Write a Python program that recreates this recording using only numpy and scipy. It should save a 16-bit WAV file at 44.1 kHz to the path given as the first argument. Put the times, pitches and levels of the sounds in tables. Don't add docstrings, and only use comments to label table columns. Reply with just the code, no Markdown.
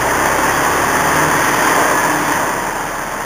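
import sys
import numpy as np
from scipy import signal
from scipy.fft import rfft, irfft, next_fast_len
from scipy.io import wavfile
from scipy.ndimage import map_coordinates

SR = 44100
rng = np.random.default_rng(int(sys.argv[2]) if len(sys.argv) > 2 else 0)


def put_to_file(sound):
    columns = np.atleast_2d(sound).T
    safe = np.clip(columns, -1, 1)
    whole_steps = np.round(safe * 32767)
    wavfile.write(sys.argv[1], SR, whole_steps.astype(np.int16))


N = 143325
T = np.arange(-SR, N) / SR

# t/s, firing rate/Hz
FIRING_RATE = [(0, 65), (.5, 69.3), (1, 74), (1.45, 78), (1.8, 80), (2.1, 75.5), (2.5, 69), (2.9, 70.5),
               (3.25, 70.7)]
# t/s, level/dB
BLOCK_LEVEL = [(0, -18), (.6, -17), (1.15, -17), (1.5, -18), (1.82, -15.5), (2.12, -20), (2.42, -18.5),
               (2.65, -22), (2.95, -24), (3.25, -25)]
# t/s, level/dB
COVERS_LEVEL = [(0, -19.5), (.9, -19.5), (1.65, -17), (1.95, -19.5), (2.35, -21), (2.6, -25), (3.25, -28)]
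# t/s, level/dB
RUMBLE_LEVEL = [(0, -25), (.5, -24.5), (1.1, -23), (1.8, -21.5), (2.15, -25), (2.45, -26), (2.8, -34.5),
                (3.25, -37)]
# t/s, level/dB
FIRING_LEVEL = [(0, -35), (.35, -36), (.9, -38), (1.35, -38), (1.55, -51), (2.4, -60), (3.25, -50)]
# t/s, level/dB
BOOM_LEVEL = [(0, -33.5), (.6, -38), (.9, -38), (1.05, -31.5), (1.35, -25.5), (1.55, -63.5), (2.1, -34),
              (2.6, -44), (3.25, -45)]
# multiple of the firing rate, level/dB
EXHAUST_ORDERS = [(1.5, -15), (2.5, -17), (3, -13), (3.5, -8.5), (4, -11), (4.5, -11.5), (5, -9), (5.5, -5),
                  (6, -4.5)]
# multiple of the firing rate, level/dB
WHINING_ORDERS = [(11.5, -24.5), (12, -19.5), (13, -15.5)]
# f/Hz, level/dB
PIPE_COLOUR = [(20, -45), (58, -38), (82, -7), (105, -7), (165, 0), (205, -7.5), (245, -6), (305, 3.5),
               (345, -0.5), (420, -8), (520, -10), (800, -23.5), (2000, -78)]
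# f/Hz, level/dB
BLOCK_COLOUR = [(60, -60), (200, -38), (400, -8.5), (480, -4.5), (600, -1.5), (730, -4.5), (830, -1.5),
                (940, 0.5), (1100, -1.5), (1260, -6.5), (1450, -6.5), (2000, -9.5), (4000, -47)]
# f/Hz, level/dB
COVERS_COLOUR = [(100, -72), (700, -12.5), (1150, -6), (1400, -7), (1600, -2), (1750, -2), (1950, -4.5),
                 (2200, -11), (2500, -11.5), (2850, -14.5), (3150, -11.5), (3500, -16.5), (3950, -24)]
CYLINDER_LEVEL = [1.7, -1.3, 0.99, -0.62]
# t of peak/s, width/s, f at peak/Hz, glide/(Hz per s), level before wobble/dB
WHINES = [(.95, .22, 846, 105, -23), (1.57, .07, 1850, -60, -26), (2.02, .12, 1716, 60, -21.5),
          (2.45, .35, 947, 0, -26)]
# f/Hz, t/s
HALL_RINGING = [(100, 2), (1000, 3.23), (4000, 1.43)]
# f/Hz, level/dB
AIR_COLOUR = [(20, -21), (55, -15), (75, -11), (100, -1), (130, -4), (195, 3.5), (260, -3.5), (450, -13),
              (2000, -24), (4000, -43)]

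AIR_DB = -36
HUM_HZ, HUM_DB = 35, -41.5
KNOCK_S, KNOCK_SCATTER_DB = 0.0046, 1
PIPE_GAS_DB = -4
FLUTTER_DB = 2.2
ECHO_RENEW_S = 0.25
RECORDER_HZ, TOP_HZ = 8000, 15500
CEILING = 0.95


def amp(db):
    return 10 ** (np.asarray(db) / 20)


def unit(x):
    return x / np.sqrt(np.mean(x ** 2) + 1e-20)


def curve(rows):
    return np.interp(T, *np.transpose(rows))


def along(points, hz):
    f, value = np.transpose(points)
    return np.interp(np.log(hz + 1), np.log(f + 1), value)


def wobble(rate):
    points = rng.standard_normal(400)
    return map_coordinates(points, [(T - T[0]) * rate], mode="wrap")


def filtered(x, response):
    size = next_fast_len(len(x) + 8192)
    spectrum = rfft(x, size) * response(np.fft.rfftfreq(size, 1 / SR))
    return irfft(spectrum, size)[:len(x)]


def coloured(x, colour):
    return unit(filtered(x, lambda hz: amp(along(colour, hz))))


def echo_tail():
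    hz, t, noise = signal.stft(rng.standard_normal(SR), SR, nperseg=256)
    decay = amp(-60 * t / along(HALL_RINGING, hz)[:, None])
    return signal.istft(noise * decay, SR, nperseg=256)[1]


def depot(x, direct_db):
    wet = np.zeros(len(x) + 2 * SR)
    hop = int(ECHO_RENEW_S * SR)
    fade = np.sin(np.linspace(0, np.pi, 2 * hop))
    for start in range(0, len(x), hop):
        piece = x[start:start + 2 * hop]
        echo = signal.fftconvolve(piece * fade[:len(piece)], echo_tail())
        wet[start:start + len(echo)] += echo
    return unit(unit(wet[:len(x)]) + amp(direct_db) * unit(x))


def firings():
    return np.cumsum(curve(FIRING_RATE)) / SR


def tone(multiple):
    phase = 2 * np.pi * multiple * firings()
    phase = phase + rng.uniform(0, 2 * np.pi) + 0.2 * wobble(8)
    return np.sqrt(2) * np.sin(phase)


def knocks(fan_db):
    turn = firings()
    number = turn.astype(int)
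    size_db = np.take(CYLINDER_LEVEL, number, mode="wrap")
    size_db = size_db + KNOCK_SCATTER_DB * rng.standard_normal(400)[number]
    since_firing = (turn - number) / curve(FIRING_RATE)
    burst = amp(size_db) * np.exp(-since_firing / KNOCK_S)
    fan = amp(fan_db) * rng.standard_normal(len(T))
    return unit(burst * rng.standard_normal(len(T))) + fan


def hum():
    line = np.sqrt(2) * np.sin(2 * np.pi * HUM_HZ * T)
    air = coloured(rng.standard_normal(len(T)), AIR_COLOUR)
    return amp(HUM_DB + 0.71 * wobble(6.8)) * line + amp(AIR_DB) * air


def gears():
    out = np.zeros(len(T))
    for peak_s, width_s, hz, glide, db in WHINES:
        pitch = hz + glide * (T - peak_s)
        phase = 2 * np.pi * np.cumsum(pitch) / SR + 0.6 * wobble(25)
        swell = np.exp(-((T - peak_s) / width_s) ** 2 / 2)
        out += amp(db + wobble(14)) * swell * np.sin(phase)
    return out


def exhaust():
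    low = amp(curve(FIRING_LEVEL)) * tone(1)
    low = low + amp(curve(BOOM_LEVEL) + 1.5 * wobble(6.28)) * tone(2)
    orders = np.zeros(len(T))
    for multiple, db in EXHAUST_ORDERS:
        pipe_db = along(PIPE_COLOUR, multiple * curve(FIRING_RATE))
        orders += amp(db + pipe_db + FLUTTER_DB * wobble(3.904)) * tone(multiple)
    gas = depot(coloured(knocks(fan_db=-0.5), PIPE_COLOUR), direct_db=-12)
    return low + amp(curve(RUMBLE_LEVEL)) * (orders + amp(PIPE_GAS_DB) * gas)


def engine():
    block = depot(coloured(knocks(fan_db=-4.5), BLOCK_COLOUR), direct_db=-6.5)
    for multiple, db in WHINING_ORDERS:
        block = block + amp(db + FLUTTER_DB * wobble(6.2)) * tone(multiple)
    covers = depot(coloured(knocks(fan_db=-1.5), COVERS_COLOUR), direct_db=-10.5)
    covers = covers * amp(curve(COVERS_LEVEL) + 0.45 * wobble(23))
    return block * amp(curve(BLOCK_LEVEL) + 0.5) + covers


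def scene():
    return (hum() + gears() + exhaust() + engine())[None, -N:]


def record(dry):
    slow = signal.resample_poly(dry[0], RECORDER_HZ, SR)
    slow = slow / (1 + (slow / CEILING) ** 8) ** (1 / 8)
    held = slow[np.arange(N) * RECORDER_HZ // SR]
    return filtered(held, lambda hz: hz < TOP_HZ)[None]


dry = scene()
out = record(dry)
put_to_file(out)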